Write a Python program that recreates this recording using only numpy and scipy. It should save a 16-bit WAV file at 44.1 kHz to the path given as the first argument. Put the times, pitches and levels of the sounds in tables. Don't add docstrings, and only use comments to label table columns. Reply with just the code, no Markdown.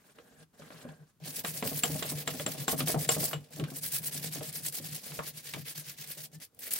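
import sys
import numpy as np
from scipy import signal
from scipy.fft import rfft, irfft, next_fast_len
from scipy.io import wavfile
from scipy.ndimage import uniform_filter1d

SR = 44100
rng = np.random.default_rng(int(sys.argv[2]) if len(sys.argv) > 2 else 0)


def boost_factor(decibels):
    exponent = np.asarray(decibels, float) / 20
    return 10 ** exponent


def wav_record(signal):
    frames = np.transpose(np.atleast_2d(signal))
    bounded = np.clip(frames, -1, 1)
    quanta = np.round(bounded * 32767).astype(np.int16)
    wavfile.write(sys.argv[1], SR, quanta)


N = 299439


def evened(x):
    return x / np.sqrt(np.mean(x ** 2) + 1e-20)


def read(points, hz):
    f, value = np.transpose(points)
    return np.interp(np.log(hz + 1), np.log(f + 1), value)


def curve(rows, index):
    rows = np.array(rows)
    return np.interp(np.arange(N) / SR, rows[:, 0], rows[:, index])


def add(mix, s, sound):
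    part = mix[..., max(round(s * SR), 0):][..., :sound.shape[-1]]
    part += sound[..., :part.shape[-1]]


def coloured(x, points):
    n = x.shape[-1]
    size = next_fast_len(n)
    gain = boost_factor(read(points, np.fft.rfftfreq(size, 1 / SR)))
    return evened(irfft(rfft(x, size) * gain, size)[..., :n])


# f/Hz, likeness [0-1]
PORT_LIKENESS = [(60, 1), (150, 0.84), (300, 0.94), (500, 0.75), (800, 0.13), (1500, 0.48), (3770, 0.31),
                 (15000, 0.075)]


def spread(gate):
    size = next_fast_len(N)
    left, other = rfft(gate * rng.standard_normal((2, N)), size)
    same = np.clip(read(PORT_LIKENESS, np.fft.rfftfreq(size, 1 / SR)), -1, 1)
    right = same * left + np.sqrt(1 - same ** 2) * other
    return irfft(np.array([left, right]), size)[:, :N]


def clumps(per_s, spread_db, length):
    starts = rng.random(N) < per_s / SR
    size = boost_factor(spread_db * np.minimum(rng.exponential(1, N), 4)) * starts
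    decay = np.exp(-np.arange(400) / (length * SR))
    return evened(signal.oaconvolve(size, decay)[:N])


def patchy(x, depth_db):
    z = signal.stft(x, nperseg=256)[2]
    field = uniform_filter1d(rng.standard_normal(z.shape[1:]), size=20, axis=0)
    field = uniform_filter1d(field, size=5, axis=1)
    return evened(signal.istft(z * boost_factor(depth_db * evened(field)), nperseg=256)[1][:, :N])


# turn t/s, fastest level/dB, place of top speed [0-1], creep level at the turn/dB
TIP_STROKES = [(1.201, -40.5, 0.73, -85), (1.32, -38, 0.59, -51), (1.428, -38.5, 0.5, -101),
               (1.526, -42.5, 0.54, -52.5), (1.619, -43, 0.56, -57.5), (1.721, -40.5, 0.64, -47.5),
               (1.818, -42, 0.42, -66), (1.898, -55, 1, -50), (1.953, -51, 0.61, -45),
               (2.021, -52, 0.6, -53.5), (2.089, -42.5, 0.27, -48.5), (2.141, -45, 0.52, -57),
               (2.25, -49, 0.51, -67), (2.367, -47.5, 0.43, -53.5), (2.456, -45.5, 0.51, -65),
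               (2.566, -48.5, 0.59, -58.5), (2.663, -35.5, 0.55, -66), (2.758, -40, 0.43, -81),
               (2.855, -33.5, 0.37, -66), (2.963, -32.5, 0.6, -57), (3.072, -30, 0.46, -74),
               (3.181, -33, 0.33, -48), (3.36, -87, 0.55, -60.5)]
# turn t/s, fastest level/dB, place
# of top speed [0-1], creep level at the turn/dB
LATER_STROKES = [(3.498, -53, 0.4, -78.5), (3.656, -54.5, 0.56, -89), (3.734, -42, 0.47, -56),
                 (3.806, -37.5, 0.48, -89), (3.906, -34, 0.52, -47.5), (4.005, -37, 0.61, -59),
                 (4.107, -39, 0.4, -76), (4.204, -39, 0.5, -50.5), (4.305, -38, 0.49, -65),
                 (4.405, -40, 0.54, -56), (4.519, -34.5, 0.53, -63), (4.607, -34.5, 0.63, -52),
                 (4.708, -35.5, 0.58, -73), (4.807, -44.5, 0.43, -70), (4.911, -46.5, 0.46, -51),
                 (5.006, -48, 0.65, -57), (5.101, -55, 0.57, -54.5), (5.211, -45, 0.62, -56),
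                  (5.32, -49, 0.63, -74), (5.421, -49, 0.48, -66), (5.529, -54.5, 0.65, -52),
                  (5.639, -47, 0.46, -66.5), (5.746, -45.5, 0.34, -71), (5.837, -47.5, 0.42, -62),
                  (5.961, -48, 0.52, -75), (6.05, -47, 0.7, -57.5), (6.143, -51.5, 0.6, -59),
                  (6.295, -50.5, 0.76, -65), (6.395, -46.5, 0.48, -61), (6.488, -75, 0.5, -74),
                  (6.57, -48, 0.7, -49.5), (6.705, -40, 0.36, -66.5), (6.753, -46, 0, -53)]
# lift t/s, touch-down t/s
LIFTS = [
    (6.262, 6.316),
    (6.356, 6.4),
    (6.452, 6.59),
]


def stroke_speed():
    arch_power = 2.11
    shoulder, catch = 0.19, 0.4
    lift_s, lift_db = 0.02, -25
    turn, top_db, place, creep_db = np.transpose(TIP_STROKES + LATER_STROKES)
    t = np.arange(N) / SR
    k = np.maximum(np.searchsorted(turn, t) - 1, 0)
    length = (np.append(turn[1:], N / SR + 0.047) - turn)[k]
    share = np.clip((t - turn[k]) / length, 0, 1)
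    skew = np.log(0.5) / np.log(np.clip(place, 0.15, 0.85))
    arch = np.sin(np.pi * share ** skew[k]).clip(0)
    arch = (1 - shoulder) * arch ** arch_power + shoulder * np.tanh((arch / catch) ** 2)
    creep = boost_factor(np.interp(t, turn, creep_db, left=-120))
    lifted = sum(np.clip((t - up) / lift_s, 0, 1) * (t < down) for up, down in LIFTS)
    return 20 * np.log10(boost_factor(top_db[k]) * arch + creep) + lift_db * lifted


# f/Hz, level/dB, t60/s
TUB = [(262, 3, 0.14), (650, 8, 0.034), (330, -4.5, .025), (404, -4, 0.04), (480, 2, 0.11),
       (545, -2, 0.046), (760, -13.5, 0.047), (1065, -12, 0.1), (1590, 7.5, 0.034)]


def through_tub(x, damping, count):
    t = np.arange(5000) / SR
    walls = sum(boost_factor(db - 60 * damping * t / t60) * np.sin(2 * np.pi * hz * t) for hz, db, t60 in TUB[:count])
    return evened(signal.oaconvolve(x, walls[None], axes=1)[:, :N])


# f/Hz, level/dB per Hz
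BRISTLE = [(1760, -64), (3000, -30), (4750, -5.5), (6360, -6.5), (8220, 2), (10600, 3), (15200, 1),
           (15800, 2.5)]
# f/Hz, level/dB per Hz
SWISH = [(600, -8), (1000, -9), (1400, -7), (1650, -1), (2300, -0.5), (4700, -1), (6300, -3.5), (9000, -13)]
# t/s, swish against fizz level/dB, tub rumble level/dB
SCRUB = [(1.19, 9, -57), (1.3, -8, -53), (1.7, -3.5, -48), (2.6, -2, -49), (2.95, -8.5, -46),
         (3.3, -13, -46.5), (3.45, 1, -59), (3.6, -5, -56), (4, -8.5, -51.5), (4.42, -6, -53),
         (4.6, -10.5, -57.5), (5.2, -3, -51), (5.35, -2, -59.5), (6.3, -3.5, -65), (6.4, -5.5, -63.5),
         (6.5, -9.5, -78.5), (6.62, -2, -59.5), (6.79, -4, -54.5)]
# t/s, top fizz level/dB
TIPS = [(1.2, -3), (1.8, 6), (2.2, 2), (2.7, 3.5), (3.1, -5), (3.5, -2), (3.9, 3.5), (4.5, -4), (4.9, -1),
        (5.4, 1.5), (5.9, 0), (6.25, 3), (6.36, -7), (6.45, -7), (6.6, 5.5), (6.79, 6.5)]


def brush():
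    speed_db = stroke_speed()
    mean_db = uniform_filter1d(np.maximum(speed_db, -90), size=4400)
    scrubbing = np.arange(N) > TIP_STROKES[0][0] * SR

    grain = spread(0.81 + 0.65 * clumps(per_s=510, spread_db=-16.0, length=0.0044))
    fizz = boost_factor(speed_db + 2.5) * patchy(coloured(grain, BRISTLE), depth_db=3.0)
    flank = uniform_filter1d(fizz, size=3)
    fizz = flank + boost_factor(curve(TIPS, index=1)) * (fizz - flank)

    swish_db = 0.61 * speed_db + 0.28 * mean_db - 2.5 + curve(SCRUB, index=1)
    swish = boost_factor(swish_db) * patchy(coloured(grain, SWISH), depth_db=2.0)

    shake = spread(0.9 + clumps(per_s=200, spread_db=1.0, length=0.006))
    eased_db = 0.26 * np.maximum(speed_db - mean_db, -25)
    rumble_gain = boost_factor(curve(SCRUB, index=2) + eased_db - 3.0)
    rumble = rumble_gain * through_tub(shake, damping=2.8, count=7)
    return fizz + scrubbing * (swish + rumble)


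# t/s, peak level/dB
SNAPS = [(0.7444, -52), (0.9, -60), (1.2, -59), (2.976, -36), (3.103, -25), (3.19, -38), (3.241, -17.5),
         (3.506, -50), (3.823, -36), (3.923, -27), (4.5272, -34), (4.685, -23), (4.724, -33), (5.7615, -41),
         (6.074, -36), (6.15, -44), (6.317, -62), (6.385, -56), (6.5467, -51), (6.606, -38), (6.707, -29),
         (6.7165, -26), (6.724, -24), (6.7356, -17.5), (6.761, -30)]


def snaps():
    gate, t = np.zeros(N), np.arange(600) / SR
    for s, db in SNAPS:
        add(gate, s, boost_factor(db - 9.0) * t / 0.00058 * np.exp(1 - t / 0.0011))
    return gate * coloured(spread(1), BRISTLE)


def ring(hz, t60, t, apart=1.014):
    phase = np.array([[0], [2]])
    beat = np.sin(2 * np.pi * hz * t) + 0.44 * np.sin(2 * np.pi * apart * hz * t + phase)
    decay = boost_factor(-60 * t / t60) + 0.1 * boost_factor(-20 * t / t60)
    return decay * beat * (1 - np.exp(-(t / 0.0014) ** 2))


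# t/s, peak level/dB, steel ring level/dB, brightness [dB per octave]
CLACKS = [(0.186, -42, -43, -5), (0.621, -42, -40, -7), (0.704, -38, -40, -5), (0.841, -44, -30, -9),
          (0.889, -41.5, -27, -6), (1.448, -22.5, -10, -3), (1.6254, -22, -16, -3.5),
          (1.8347, -16.5, 4.5, 0.5), (2.025, -19.5, -7.5, -0.5), (2.2755, -18, -3.5, 0.5),
          (2.397, -26, -32, -1.5), (2.463, -20.5, 2, 1), (2.6804, -17.5, 0, 0), (2.789, -36, -29, -5),
          (2.804, -21.5, -28, 0.5), (2.874, -25, -28, -1.5), (2.898, -26, -30.5, -1),
          (2.9448, -30, -31, -2.5), (3.0901, -14, 5, -1), (3.231, -32.5, -30, -2), (3.312, -33, -31, -6),
          (3.3318, -22, -13, -2.5), (3.597, -29, -32, -1), (3.639, -27.5, -32, -1), (4.408, -36, -16, -3),
          (5.119, -34.5, -30, -2), (5.1908, -24, -19, -11.5), (5.537, -22.5, -34, 1),
          (5.545, -34.5, -34, -17)]
# f/Hz, level/dB per Hz
CRACK = [(500, -9.5), (1200, 9.5), (2000, 5.5), (3400, 7.5), (5000, -1.5), (9000, -5.5), (15000, -12.5)]
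# f/Hz, t60/s
STEEL = (7450, 0.026)
# t/s, level/dB, f/Hz, t60/s
PINGS = [(1.837, -26, 3055, 0.042), (1.838, -36, 1150, 0.065), (2.273, -31, 3290, 0.035),
         (2.463, -38, 3030, 0.053), (2.682, -38, 2970, .08), (2.682, -40.5, 1078, 0.14),
         (2.804, -30, 4730, 0.029), (3.093, -30.5, 2900, 0.072), (3.094, -39, 1089, 0.15),
         (3.088, -60, 2460, 0.06), (3.331, -35, 2927, 0.092), (3.332, -39, 7460, 0.085),
         (3.333, -31.5, 667, 0.056), (6.346, -56, 1770, 0.09), (2.806, -38.5, 261, 0.071),
         (3.683, -44, 1560, .05), (5.538, -39.5, 2260, 0.052)]


def clacks():
    out, t = np.zeros((2, N)), np.arange(4096) / SR
    draws = rng.standard_normal((len(CLACKS), 3, len(t)))
    rattle = np.exp(-t / 0.0032) + 0.4 * np.exp(-t / 0.021)
    for (s, db, ring_db, tilt_db), noise in zip(CLACKS, draws):
        colour = [(hz, level + tilt_db * np.log2(hz / 2000)) for hz, level in CRACK]
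        crack = coloured(noise[0] + 1.16 * noise[1:], colour) * rattle
        add(out, s, boost_factor(db - 0.5) * (crack / abs(crack).max() + boost_factor(ring_db) * ring(*STEEL, t)))
    for s, db, hz, t60 in PINGS:
        add(out, s, boost_factor(db) * ring(hz, t60, t, apart=1.024))
    return out


# t/s, peak level/dB, upper wall modes level/dB, floor mode f/Hz, near wall mode
# f/Hz
KNOCKS = [(0.184, -52.5, 17, 268, 515), (0.594, -52.5, 5, 273, 546), (0.705, -50, -5, 271, 630),
          (0.851, -40, -15, 248, 500), (1.275, -47.5, -17, 267, 604), (1.379, -53, 3, 272, 610),
          (1.445, -38, 11, 270, 693), (1.626, -32, -6.5, 261, 684), (1.655, -35.5, -10, 271, 534),
          (1.717, -37, -8, 270, 650), (1.838, -31.5, 3, 277, 710), (1.901, -35.5, -13, 280, 637),
          (1.952, -36.5, -9, 259, 625), (2.022, -40, 7, 270, 650), (2.119, -38.5, -10, 279, 644),
          (2.275, -36, 2, 276, 650), (2.347, -39, -13, 251, 620), (2.399, -38, 1, 280, 580),
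          (2.465, -33, -5, 276, 650), (2.547, -44, 0, 272, 647), (2.681, -32, -6, 270, 700),
          (2.729, -30.5, -9, 272, 634), (2.806, -29, -15.5, 258, 634), (2.893, -33, 7, 270, 636),
          (2.944, -28, -2, 263, 646), (3.09, -30, 23, 272, 663), (3.166, -34, -4, 287, 624),
          (3.23, -36, -1, 262, 670), (3.331, -42, 17, 266, 670), (3.57, -46, -12, 302, 634),
          (3.592, -39, -12, 282, 603), (3.616, -37.5, -22, 262, 580), (3.718, -42.5, -17, 263, 633),
          (4.149, -46, -17, 252, 610), (4.358, -40, -11, 286, 650), (4.412, -39.5, 26, 270, 613),
          (4.799, -45.5, -17, 276, 555), (5.191, -44.5, 0, 263, 600), (5.566, -42.5, -13, 272, 644),
          (6.33, -58.5, -40, 278, 620),
          (1.228, -65, 3, 270, 500), (1.256, -57, 10, 270, 760), (1.334, -57, 5, 270, 730),
         (1.55, -53, 5, 270, 650), (1.671, -45, 0, 287, 593), (2.048, -41.5, 8, 270, 614),
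         (2.177, -47.5, 7, 270, 537), (2.58, -45, -10, 270, 670), (2.697, -38.5, 6, 270, 720),
         (2.789, -45.5, -7, 270, 580), (2.873, -39, 12, 270, 726), (2.96, -34, 31, 270, 694),
         (3.105, -39.5, 10, 270, 690), (3.211, -38.5, -11, 300, 415), (3.602, -35.5, 2, 330, 414),
         (3.685, -49, -11, 273, 530), (5.09, -60, 5, 270, 710), (6.17, -54.5, 6, 300, 615)]


def knocks():
    out, t = np.zeros((2, N)), np.arange(4000) / SR
    hz, mode_db, t60 = np.transpose(TUB[:-1])[..., None]
    rows = KNOCKS
    draws = rng.standard_normal((len(rows), 3, len(t)))
    for (s, db, upper_db, floor_hz, wall_hz), draw in zip(rows, draws):
        size_db = mode_db + (hz > 330) * (upper_db + 2)
        upper_hz = hz[2:, 0] * (1 + 0.02 * draw[0, -6:])
        pitch = np.append([floor_hz, wall_hz], upper_hz)[:, None]
        rattle = (draw[0] + 0.29 * draw[1:]) * t / (t + 0.000099) * np.exp(-t / 0.015)
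        blow = rattle + 8.0 * (t == 0)
        modes = boost_factor(-60 * t / t60) * np.sin(2 * np.pi * pitch * t)
        rings = signal.fftconvolve(blow[:, None], modes[None], axes=2)[..., :len(t)]
        rings = rings / np.sqrt((rings ** 2).mean((0, 2), keepdims=True))
        add(out, s, boost_factor(db - 8.0) * evened((boost_factor(size_db) * rings).sum(1)))
    return out


# start t/s, end t/s, rustle level/dB, scrape level/dB
MOVES = [
    (-.03, 0.077, -72, -76),
    (0.052, 0.136, -66.5, -73),
    (0.143, 0.38, -70, -62),
    (0.371, 0.445, -63.5, -58),
    (0.53, 0.599, -70.5, -67),
    (0.584, 0.709, -62, -55),
    (0.703, 0.845, -60.5, -61),
    (0.831, 0.941, -67, -51),
    (0.929, 1.055, -73, -61.5),
    (1.06, 1.12, -74, -88),
]


def moves(index):
    t, grip_s = np.arange(N) / SR, 0.03
    return sum(boost_factor(row[index]) * np.clip(np.minimum(t - row[0], row[1] - t) / grip_s + 0.5, 0, 1) ** 2
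               for row in MOVES)


# f/Hz, level/dB per Hz
RUSTLE = [(590, -5.5), (1000, -9), (1400, -8.5), (1570, -7.5), (2090, -12.5), (3480, -13), (5990, -15),
          (9080, -14), (15800, -23)]
# t/s, f/Hz
SQUEAK = [(0, 13000), (.035, 14700), (.075, 14600), (.105, 13200), (.14, 13250), (.175, 14850), (.2, 14800),
          (.225, 13500), (.34, 12700)]


def handling():
    cloth = spread(12.0 + 0.15 * clumps(per_s=77, spread_db=-20.0, length=0.0014))
    rustle = boost_factor(4.5) * moves(index=2) * patchy(coloured(cloth, RUSTLE), depth_db=3.0)

    rub = spread(2.5 + clumps(per_s=200, spread_db=0.3, length=0.003))
    scrape = boost_factor(-3) * moves(index=3) * through_tub(rub, damping=1.6, count=9)

    wobble = 1 + 0.04 * uniform_filter1d(rng.standard_normal(N), size=150)
    slips = np.clip(0.8 + 0.45 * evened(uniform_filter1d(rng.standard_normal(N), size=500)), 0, 2)
    turns = 2 * np.pi * np.cumsum(curve(SQUEAK, index=1) * wobble) / SR
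    tone = np.sin(turns) + 0.45 * np.sin(turns / 2)
    squeak = boost_factor(-77) * tone * slips * (np.arange(N) < SQUEAK[-1][0] * SR)
    return rustle + scrape + squeak


# peak t/s, level/dB, length/s, board mode f/Hz
GRIP_PUSHES = [
    (0.34, -66, 0.05, 152),
    (0.425, -58.5, 0.042, 154),
    (0.633, -51, 0.028, 154),
    (0.749, -54, 0.035, 163),
    (0.9, -48, 0.039, 155),
    (1.026, -49.5, 0.025, 152),
]
# peak t/s, level/dB, length/s, board mode
# f/Hz
SCRUB_PUSHES = [(1.237, -47.5, 0.028, 148), (1.294, -50.5, 0.061, 151), (1.388, -55, 0.045, 151),
                (1.486, -45, 0.024, 149), (1.539, -45, 0.093, 155), (1.664, -33, 0.013, 150),
                (1.757, -36.5, 0.035, 149), (1.923, -34.5, 0.061, 153), (1.995, -38, 0.028, 149),
                (2.068, -46.5, 0.031, 141), (2.11, -48, 0.016, 148), (2.155, -39, 0.065, 150),
                (2.314, -38.5, 0.04, 152), (2.424, -42, 0.042, 150), (2.508, -40.5, 0.039, 155),
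                (2.614, -37, 0.026, 143), (2.763, -37, 0.046, 148), (2.82, -36.5, 0.02, 151),
                (2.85, -34, 0.038, 151.6), (2.9, -65, 0.036, 164), (2.977, -27.5, 0.034, 148.5),
                (3.08, -39, 0.014, 159), (3.123, -33, 0.0075, 148), (3.201, -32.5, 0.035, 147.5),
                (3.265, -40.5, 0.014, 144), (3.365, -37.5, 0.045, 147), (3.415, -46, 0.0073, 146),
                (3.554, -47, 0.032, 154), (3.607, -38, 0.012, 152), (3.637, -29, 0.02, 154),
                (3.766, -49, 0.18, 146.7), (3.864, -53, 0.034, 151), (3.954, -51, 0.047, 138),
                (4.011, -46.5, 0.03, 155), (4.086, -44.5, 0.021, 147), (4.167, -42.5, 0.05, 147.4),
                (4.289, -43, 0.075, 156.5), (4.404, -41.5, 0.04, 147), (4.494, -44, 0.027, 154),
                (4.585, -51, 0.08, 148.5), (4.636, -49, 0.054, 152), (4.702, -50, 0.022, 143),
                (4.841, -43.5, 0.038, 156), (4.927, -43.5, 0.041, 155), (5.134, -47, 0.026, 148),
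                (5.201, -49, 0.095, 150.4), (5.362, -52, 0.043, 156.4), (5.498, -57, 0.069, 145),
                (5.572, -43, 0.031, 148), (5.6, -39.5, 0.042, 150.4), (5.706, -56, 0.021, 150),
                (5.793, -47, 0.034, 151), (5.898, -50.5, 0.03, 141), (6.009, -50, 0.021, 146),
                (6.083, -55, 0.034, 146), (6.21, -50.5, 0.047, 153), (6.364, -48.5, 0.031, 154)]
# f/Hz, level/dB per Hz
SHUDDER = [(30, -10), (70, 1), (108, 9.5), (130, 12.5), (170, 16), (205, -6.5), (300, 1.5), (600, -42.5)]


def bench():
    swell, fade = 0.79, 0.98
    out, t = np.zeros((2, N)), np.arange(-.1, .15, 1 / SR)
    pushes = np.zeros(N)
    rows = GRIP_PUSHES + SCRUB_PUSHES
    for (s, db, length, hz), draw in zip(rows, rng.standard_normal((len(rows), 3))):
        reach = max(length, 0.004) * np.where(t < 0, swell, fade)
        shape = boost_factor(db - 9.6 * np.abs(t / reach) ** 1.4)
        turns = hz * t + 40 * draw[1] * t ** 2
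        add(out, s - 0.1, np.sqrt(2) * shape * np.sin(2 * np.pi * turns + 3 * draw[2]))
        add(pushes, s - 0.1, shape)
    chatter = evened(uniform_filter1d(rng.standard_normal(N), size=700))
    shudder = uniform_filter1d(pushes, size=1500) * coloured(spread(1), SHUDDER)
    return out * (1 + 0.13 * chatter) + boost_factor(-4.5) * shudder


def workshop(x):
    t = np.arange(9000) / SR
    signs = rng.choice([-1., 1.], (2, len(t)))
    sparse = rng.random((2, len(t))) < 0.05
    taps = signs * sparse * boost_factor(-60 * t / 0.09) * (t > 0.003)
    return signal.oaconvolve(x, taps / np.linalg.norm(taps[0]), axes=1)[:, :N]


# f/Hz, level/dB per Hz
FLOOR = [(18, -33), (30, 10), (141, 6.5), (645, -16), (1270, -12.5), (2040, -20.5), (5000, -21),
         (15800, -22)]


def quiet_floor():
    return boost_factor(-69) * coloured(spread(1), FLOOR)


def scene():
    near = brush() + snaps() + clacks() + knocks() + handling()
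    return near + boost_factor(-10.0) * workshop(near) + bench() + quiet_floor()


def roll_off(x):
    return signal.sosfilt(signal.butter(12, 16840, fs=SR, output="sos"), x)


# f/Hz, left minus right level/dB
LEAN = [(60, -6.5), (140, 2.5), (300, -1), (450, -5), (600, -0.5), (900, 3), (2000, -0.5), (12000, 0.5)]
# f/Hz, phase by which the left port leads [rad]
LEAD = [(60, 0.44), (300, 0.38), (560, 0.07), (800, 1.66), (1200, 0.4), (15000, 0.55)]


def record(dry):
    bass_hz, edge_hz = 81, 16010
    size = next_fast_len(N + SR)
    hz, side = np.fft.rfftfreq(size, 1 / SR), np.array([[.5], [-.5]])
    edge = np.sin(np.pi / 2 * np.clip((edge_hz - hz) / 110, 0, 1)) ** 2
    ports = boost_factor(read(LEAN, hz) * side) * np.exp(1j * read(LEAD, hz) * side)
    response = ports * edge / (1 + (bass_hz / (hz + 1)) ** 3)
    mix = irfft(rfft(dry, size) * response, size)[:, :N]
    return roll_off(mix)


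dry = scene()
out = record(dry)
wav_record(out)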